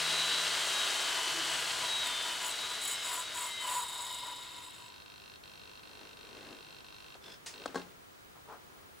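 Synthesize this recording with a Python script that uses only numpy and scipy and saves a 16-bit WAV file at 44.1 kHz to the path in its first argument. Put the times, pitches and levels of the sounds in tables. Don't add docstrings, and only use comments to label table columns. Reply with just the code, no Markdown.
import sys
import numpy as np
from scipy import signal
from scipy.fft import rfft, irfft
from scipy.io import wavfile
from scipy.ndimage import uniform_filter1d, map_coordinates

SR = 44100
rng = np.random.default_rng(int(sys.argv[2]) if len(sys.argv) > 2 else 0)


def materialize(psi):
    bounded = np.clip(np.atleast_2d(psi).T, -1, 1)
    quanta = np.round(bounded * 32767).astype(np.int16)
    wavfile.write(sys.argv[1], SR, quanta)


N = 396900
TIME = np.arange(N) / SR
FREQS = np.maximum(np.arange(N // 2 + 1) * SR / N, 1)
START_SPEED = 79.12
SLOW_TURN_S = (7.228, 7.356)
# start and end in seconds, turns per second lost, hiss and disc ring
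# in relative dB.
PRESSES = [(0.662, 0.802, 0.51, -50, -58), (1.063, 1.307, 0.58, -64, -48), (1.333, 1.468, 0.91, -61, -55),
           (1.485, 1.647, 1.23, -51, -58), (1.638, 1.801, 1.23, -63, -59), (1.781, 1.93, 2.76, -51, -53.5),
           (2.012, 2.138, 1.71, -48.5, -46.5), (2.211, 2.379, 1.32, -50.5, -47),
           (2.411, 2.53, 1.63, -42, -47), (2.582, 2.8, 1.51, -53, -51.5), (2.805, 2.964, 1.38, -40, -49.5),
           (3.018, 3.243, 3.82, -41, -44.5), (3.336, 3.521, 2.63, -42, -46), (3.601, 3.871, 10, -41, -42.5),
           (3.798, 4.251, 6.45, -47.5, -48), (4.213, 4.345, 2.46, -50.5, -45),
           (4.299, 4.552, 4.3, -56, -53.5), (4.5, 4.72, 4.23, -55.5, -53.5),
           (4.679, 4.902, 4.5, -61, -58.5), (4.862, 5.047, 3.2, -76, -58.5)]


def from_db(db):
    return 10 ** (np.asarray(db) / 20)


def level(rows):
    s, db = np.transpose(rows)
    outside = np.maximum(s[0] - TIME, 0) + np.maximum(TIME - s[-1], 0)
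    return from_db(np.interp(TIME, s, db) - np.minimum(150 * outside, 100))


def held(span, fade_s):
    return np.clip(np.minimum(TIME - span[0], span[1] - TIME) / fade_s + .5, 0, 1)


def swells(rows):
    power = np.zeros(N)
    for s, rise, fall, db in rows:
        distance = (TIME - s) / np.where(TIME < s, rise, fall)
        power += from_db(db) ** 2 * np.exp(-2 * np.minimum(distance ** 2, 20))
    return np.sqrt(power)


def colour(points):
    hz, db = np.transpose(points)
    return from_db(np.interp(np.log(FREQS), np.log(hz), db))


def resonances(modes):
    return sum((-1) ** k * from_db(db) / (1 + 1j * (FREQS ** 2 - hz ** 2) / (FREQS * width))
               for k, (hz, width, db) in enumerate(modes))


def peaks(modes):
    return np.sqrt(sum(from_db(db) ** 2 / (1 + ((FREQS ** 2 - hz ** 2) / (FREQS * width)) ** 2)
                       for hz, width, db in modes))


def shaped(source, gain, band=(0, SR)):
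    inside = (FREQS > band[0]) & (FREQS < band[1])
    return irfft(rfft(source) * gain / np.sqrt(np.mean(np.abs(gain) ** 2 * inside)), N)


def drift(rate_hz):
    return shaped(rng.standard_normal(N), 1 / (1 + (FREQS / rate_hz) ** 2))


def noise(grain_db=0.0, rate_hz=200):
    x = rng.standard_normal(N) * from_db(grain_db * drift(rate_hz))
    return x / x.std()


def glide(hz):
    return np.sqrt(2) * np.sin(2 * np.pi * (np.cumsum(hz) / SR + rng.random()))


def track_noise(turns, repeat, size=1024):
    bins = np.arange(size // 2 + 1)
    bumps = irfft(np.exp(2j * np.pi * rng.random(len(bins))) * (bins < size // 4))
    track = map_coordinates(bumps, [turns % 1 * size], order=1, mode="grid-wrap")
    track *= np.sqrt(np.gradient(turns) * size / 2) / bumps.std()
    return np.sqrt(repeat) * track + np.sqrt(1 - repeat) * noise(grain_db=1.5, rate_hz=63)


def pressure(start, end):
    span = slice(int(start * SR), int(end * SR))
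    return span, np.abs(np.sin(np.linspace(0, np.pi, len(TIME[span]))))


def room_tone():
    # frequency in Hz, relative level in dB.
    mid_colour = [(15, -39), (25, -11), (86, -2.5), (301, -9.5), (326, -6.5), (475, -7.5), (604, -11.5),
                  (709, -8.5), (769, -12), (1390, -9), (1500, -12), (5880, -20), (15000, -25.5)]
    side_colour = [(15, -37), (25, -12.5), (278, -6), (475, -7.5), (573, -8), (978, -8.5), (1500, -10),
                   (2930, -18.5), (3930, -18), (4750, -24.5), (15000, -27)]
    mid = from_db(-60) * shaped(noise(), colour(mid_colour))
    side = from_db(-56.5) * shaped(noise(), colour(side_colour))
    return mid + side * [[1], [-1]]


def platter(drag=4.32):
    braking = np.zeros(N)
    for start, end, lost, _, _ in PRESSES:
        span, press = pressure(start, end)
        braking[span] += lost * press * SR / press.sum()
    return np.maximum(START_SPEED - np.cumsum(drag + braking) / SR, 0), braking


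def spindle(speed, turns, braking):
    # frequency in Hz, relative level in dB.
    body_colour = [(60, -79), (150, -18.5), (300, -10), (600, -7.5), (1000, 0), (1400, 1), (2300, -2),
                   (3100, 5), (3600, 1.5), (4400, 1.5), (5000, -4), (6000, -39)]
    treble_colour = [(3800, -25.5), (4800, -6), (5300, -1.5), (6300, -1.5), (7200, -3), (8200, -1.5),
                     (9000, -5.5), (10000, -8), (11000, -15), (12500, -17.5), (16000, -22)]
    # frequency and width in Hz, relative level in dB.
    frame_modes = [(277, 10, -5), (450, 150, 0.5), (658, 66, 3.5), (1010, 15, -3.7), (1429, 39, -0.2),
                   (1543, 13, 1), (1656, 13, 6), (1770, 4.5, -18), (2044, 7.4, -5), (1987, 19, 3),
                   (2060, 18, -2.2), (2156, 34, 2.5)]
    bearing_modes = [(1894, 8.5, -7), (2144, 22, -2.5), (3025, 79, -4.5), (3757, 160, 0.5), (4360, 65, -27),
                     (5060, 56, -7)]
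    # time in seconds, level in dB.
    rattle_levels = [(0, -66), (.8, -57), (1.6, -51), (2.9, -46.5), (3.55, -49), (4.2, -44.5), (4.75, -55),
                     (5.05, -64)]
    hum_levels = [(0, -55.5), (.6, -66), (1.2, -79), (1.32, -62), (1.8, -63.5), (2.1, -71), (2.3, -85)]
    frame = colour(body_colour) * np.sqrt(1 + (1.25 * peaks(frame_modes)) ** 2)
    body = shaped(track_noise(turns, repeat=.35), frame, band=(1200, 2700))
    treble = shaped(noise(grain_db=1.0), colour(treble_colour), band=(5300, 6400))
    pace = speed / START_SPEED
    load = from_db(-38) * braking * pace
    rush = from_db(-39) * np.hypot(pace ** 2.21, load) * body
    rush += from_db(-45.5) * np.hypot(pace ** 2.37, 0.55 * load) * treble
    flutter = from_db(2.1 * (1 - pace) * np.sin(2 * np.pi * turns))
    races = flutter * track_noise(turns, repeat=0.57, size=2048)
    rattle = level(rattle_levels) * shaped(races, peaks(bearing_modes) ** 0.97)
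    hum = level(hum_levels) * np.sqrt(2) * np.sin(4 * np.pi * turns)
    return rush + rattle + hum


def whines(speed, waver_hz=6.1, flicker_db=1.0, gain_db=-2.0):
    # cycles per turn, resonance and its width in Hz, relative level in dB.
    overtones = [(41.55, 3050, 340, -42), (41.55, 2150, 100, -48), (48.65, 3805, 80, -38),
                 (48.65, 2090, 170, -48), (51, 3965, 105, -36), (51, 3845, 130, -40), (51, 3060, 380, -44),
                 (58.35, 3570, 150, -40.5), (58.35, 3000, 190, -47.5), (60.6, 3860, 180, -37.5),
                 (69.15, 3860, 180, -44), (73.05, 3920, 170, -42.5), (73.05, 3040, 260, -45),
                 (76.3, 3930, 180, -43), (82.5, 3820, 150, -49), (90.45, 3830, 170, -46.5),
                 (100, 5060, 280, -51.5), (105, 3780, 300, -49), (120, 3780, 300, -47),
                 (137, 3780, 300, -48), (120, 2950, 250, -54)]
    out, waver = np.zeros(N), waver_hz * drift(49)
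    for order, centre, width, db in overtones:
        near = np.abs(order * speed - centre) < 2 * width
        hz = order * speed[near]
        swell = .5 ** ((2 * (hz - centre) / width) ** 2)
        out[near] += from_db(db) * swell * glide(hz + waver[near])
    return out * from_db(gain_db + flicker_db * drift(40))


def fingertip(speed, turns, waver_hz=4.11):
    # frequency and width in Hz, relative level in dB.
    hiss_modes = [(6810, 24, 3.5), (7020, 46, 2), (7200, 60, 0.5), (7620, 68, -0.5), (7920, 114, 2.5),
                  (8140, 42, 4.5), (9290, 91, -3), (9900, 139, -1), (10300, 139, -12), (11710, 110, -5),
                  (12400, 160, -9), (14740, 410, -12.5), (15000, 300, -15)]
    ring_modes = [(298, 22, -22), (570, 68, -22), (985, 20.3, 7.5), (1130, 110, -11), (1380, 62, -10),
                  (1650, 150, -32.5), (1920, 8.8, -2)]
    groan_orders = [15, 21.3, 22.8, 24.85, 26.2, 28.1, 29.05, 31, 35.5, 40.5]
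    hiss = shaped(noise(grain_db=3.0, rate_hz=150), peaks(hiss_modes) ** 1.25, band=(6600, 10500))
    marks = track_noise(turns, repeat=.9) * from_db(1.5 * drift(60))
    disc, waver = peaks(ring_modes), waver_hz * drift(40.7)
    ring = shaped(marks, disc, band=(920, 1060))
    pace = speed / START_SPEED
    touch = held((.55, 4.85), fade_s=.1) * pace
    hiss_gain, ring_gain = from_db(-51.5) * touch, from_db(-61.5) * touch
    for start, end, _, hiss_db, ring_db in PRESSES:
        span, press = pressure(start, end)
        hiss_gain[span] = np.hypot(hiss_gain[span], from_db(hiss_db) * press ** 0.46)
        ring_gain[span] = np.hypot(ring_gain[span], from_db(ring_db) * press ** 0.59)
        for order in groan_orders:
            hz = order * speed[span]
            ring[span] += from_db(-3.5) * np.interp(hz, FREQS, disc) ** 0.91 * glide(hz + waver[span])
    stutter = from_db(2.0 * (0.5 - pace) * np.sin(2 * np.pi * turns))
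    drone = swells([(1.4, 0.11, .13, -55)]) * shaped(noise(), peaks([(332, 33, 0)]) ** 2)
    return stutter * (hiss_gain * hiss + from_db(-1.0) * ring_gain * ring) + drone


def servo(frame_s=.019832, kick_s=0.0047, looseness=0.26, hunt_db=1.0):
    # start and end in seconds, level in dB.
    bursts = [(4.41, 4.77, -59.5), (4.77, 5.03, -57.5), (5.05, 5.37, -57.5), (5.425, 5.805, -57),
              (5.825, 6.14, -57.5), (6.16, 6.815, -57), (6.835, 7.15, -57), (7.23, 7.35, -61),
              (7.53, 7.69, -54), (7.77, 7.825, -56)]
    # frequency and width in Hz, relative dB.
    servo_modes = [(1005, 98, -2.5), (1533, 44, 2.5), (2679, 140, 2), (3240, 21, 6.5), (3597, 160, -4),
                   (3727, 93, 3), (4165, 104, 4.5), (4600, 450, -9), (4900, 88, -5), (5500, 100, -6),
                   (5950, 61, -6.5), (7700, 250, -21), (8100, 150, -21), (8740, 180, -13.5)]
    whirr_modes = [(1570, 58, 2), (3460, 93, 4), (3500, 140, -8), (5160, 320, -2.5), (8200, 700, -21)]
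    frame = (TIME - 5.4349) / frame_s
    frame_starts = np.flatnonzero(np.diff(np.floor(frame))) + 1
    kicks = np.zeros(N)
    for start, end, db in bursts:
        run = frame_starts[(TIME[frame_starts] >= start) & (TIME[frame_starts] < end)]
        k = np.arange(len(run))
        kicks[run] = from_db(db + hunt_db * (-1.0) ** k * np.exp(-k / 5))
    kicks *= from_db(0.2 * rng.standard_normal(N)) * np.sqrt(frame_s * SR)
    progress = np.minimum(TIME[:SR // 50] / kick_s, 1)
    window = np.sin(np.pi * progress) ** 2 + from_db(-24.0) * progress
    teeth = window * rng.standard_normal(len(window))
    for _ in range(20):
        teeth = irfft(np.exp(1j * np.angle(rfft(teeth))), len(window))
        teeth = window * np.tanh(teeth / np.sqrt(uniform_filter1d(teeth ** 2, size=24) + 1e-12))
    tight = signal.fftconvolve(kicks, teeth / np.linalg.norm(teeth))[:N]
    loose = signal.fftconvolve(kicks, window / np.linalg.norm(window))[:N] * noise()
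    pulsing = from_db(7.1 * np.cos(2 * np.pi * (frame - .15)))
    whirr_gain = from_db(-58) * held(SLOW_TURN_S, fade_s=0.026) * pulsing
    whirr = whirr_gain * shaped(noise(), peaks(whirr_modes) ** 0.97)
    return shaped(tight + looseness * loose, resonances(servo_modes)) + whirr


def hand():
    # peak time, rise and fall in seconds, level in dB.
    sweeps = [(5.67, 0.056, 0.037, -66), (6.01, 0.13, 0.17, -58.5), (6.5, 0.27, .09, -52.5),
              (6.68, .06, .2, -64), (7.31, .06, 0.054, -56), (7.7, 0.17, 0.21, -53.5)]
    scuffs = [(8.37, .025, 0.029, -60), (8.51, 0.03, 0.056, -48), (8.8, 0.17, 0.086, -64.5)]
    # frequency in Hz, relative level in dB.
    sleeve_colour = [(80, -21), (200, -5.5), (430, 0.5), (700, -8), (1200, -10.5), (1900, -13.5),
                     (3000, -16.5), (9500, -29), (14000, -45)]
    scuff_colour = [(150, -20), (280, -12), (370, -1), (600, -3), (900, 1), (1350, -3), (2200, -20),
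                    (3600, -24), (7000, -34), (15000, -44)]
    sleeve = swells(sweeps) * shaped(noise(grain_db=1.5, rate_hz=30), colour(sleeve_colour))
    scuff = swells(scuffs) * shaped(noise(grain_db=-0.5, rate_hz=120), colour(scuff_colour))
    return sleeve + scuff


def stick(attack_s=0.00079):
    # start in seconds, crack in relative dB, its t60 in seconds, case ring in dB.
    knocks = [(7.151, -46.5, 0.087, -74), (7.658, -22.5, 0.025, -50), (7.745, -35, 0.05, -49),
              (7.756, -28, 0.044, -33.5), (7.77, -40, 0.21, -49)]
    # frequency in Hz, relative level in dB.
    crack_colour = [(60, -45), (130, -20), (200, -21), (350, 10.5), (900, 5), (1600, 2), (2300, -17),
                    (4200, -6), (6500, -11.5), (9000, -16), (15000, -45)]
    # frequency in Hz, relative level in dB, t60 in seconds.
    case_modes = [(178, -9, 0.3), (269, -2.5, 0.14), (376, -10, 0.12), (462, -6, 0.16), (824, -2, 0.14),
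                  (1105, -3, 0.16), (1540, -7, 0.13), (1630, -9, 0.083), (2100, -22, 0.26),
                  (4300, -13, .08)]
    crack, out = shaped(noise(), colour(crack_colour)), np.zeros(N)
    t = TIME[:SR // 2]
    for start, crack_db, crack_t60, ring_db in knocks:
        span = slice(int(start * SR), int(start * SR) + len(t))
        out[span] += from_db(crack_db - 3.0 - 60 * t / crack_t60) * np.minimum(t / attack_s, 1) * crack[span]
        for k, (hz, mode_db, t60) in enumerate(case_modes):
            decay = from_db(ring_db + mode_db + rng.standard_normal() - 60 * t / t60)
            out[span] += (-1) ** k * decay * np.sin(2 * np.pi * hz * t)
    return signal.sosfilt(signal.butter(4, 150, "high", fs=SR, output="sos"), out)


def gears(attack_s=.003):
    # start in seconds, level in dB, t60 in seconds.
    jerks = [(7.46, -40.5, 0.23), (7.755, -74, 0.45)]
    # frequency in Hz, relative level in dB.
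    rasp_colour = [(200, -16), (900, -8), (2000, -5.5), (3500, -4), (5000, -1.5), (8000, -6), (10000, -11),
                   (13000, -26), (16000, -25)]
    gain = from_db(-72) * held(SLOW_TURN_S, fade_s=.02)
    for start, db, t60 in jerks:
        t = np.clip(TIME - start, 0, 1)
        gain += np.minimum(t / attack_s, 1) * from_db(db - 60 * t / t60)
    return gain * shaped(noise(grain_db=1.0, rate_hz=490), colour(rasp_colour))


def whistles():
    # start in seconds, frequency and width in Hz, first and last level in dB.
    tones = [(7.36, 15600, 90, -73, -70), (7.7, 9740, 54, -99, -75)]
    out = np.zeros(N)
    for start, hz, width, first_db, last_db in tones:
        swell = level([(start, first_db), (N / SR, last_db)])
        out += swell * shaped(noise(), peaks([(hz, width, 0)]) ** 2)
    return out


def placed(x, pan_db, wet_db, t60=0.15):
    t = TIME[:SR // 3]
    tail = rng.standard_normal((2, len(t))) * from_db(-60 * t / t60) * (t > .003)
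    tail /= np.sqrt(np.sum(tail ** 2, axis=1, keepdims=True))
    reflections = signal.fftconvolve(x[None], tail, axes=1)[:, :N]
    return x * from_db([[pan_db / 2], [-pan_db / 2]]) + from_db(wet_db) * reflections


def wide_treble(x, edge_hz=11500, width_db=2.0):
    top = irfft(rfft(x) / np.sqrt(1 + (edge_hz / np.maximum(FREQS, 100)) ** 40), N)
    return from_db(width_db) * np.roll(top, SR // 400) * [[1], [-1]]


def scene():
    speed, braking = platter()
    turns = np.cumsum(speed) / SR
    drive = spindle(speed, turns, braking) + whines(speed) + fingertip(speed, turns)
    drive = placed(drive, pan_db=2.0, wet_db=-11.0) + wide_treble(drive)
    buzz = placed(servo() + gears(), pan_db=0.0, wet_db=-5.0)
    handling = placed(stick() + hand(), pan_db=3.5, wet_db=-11.5, t60=0.3)
    return drive + buzz + handling + whistles() + room_tone()


def record(dry):
    return signal.sosfilt(signal.ellip(12, .1, 80, 15900, fs=SR, output="sos"), dry)


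dry = scene()
out = record(dry)
materialize(out)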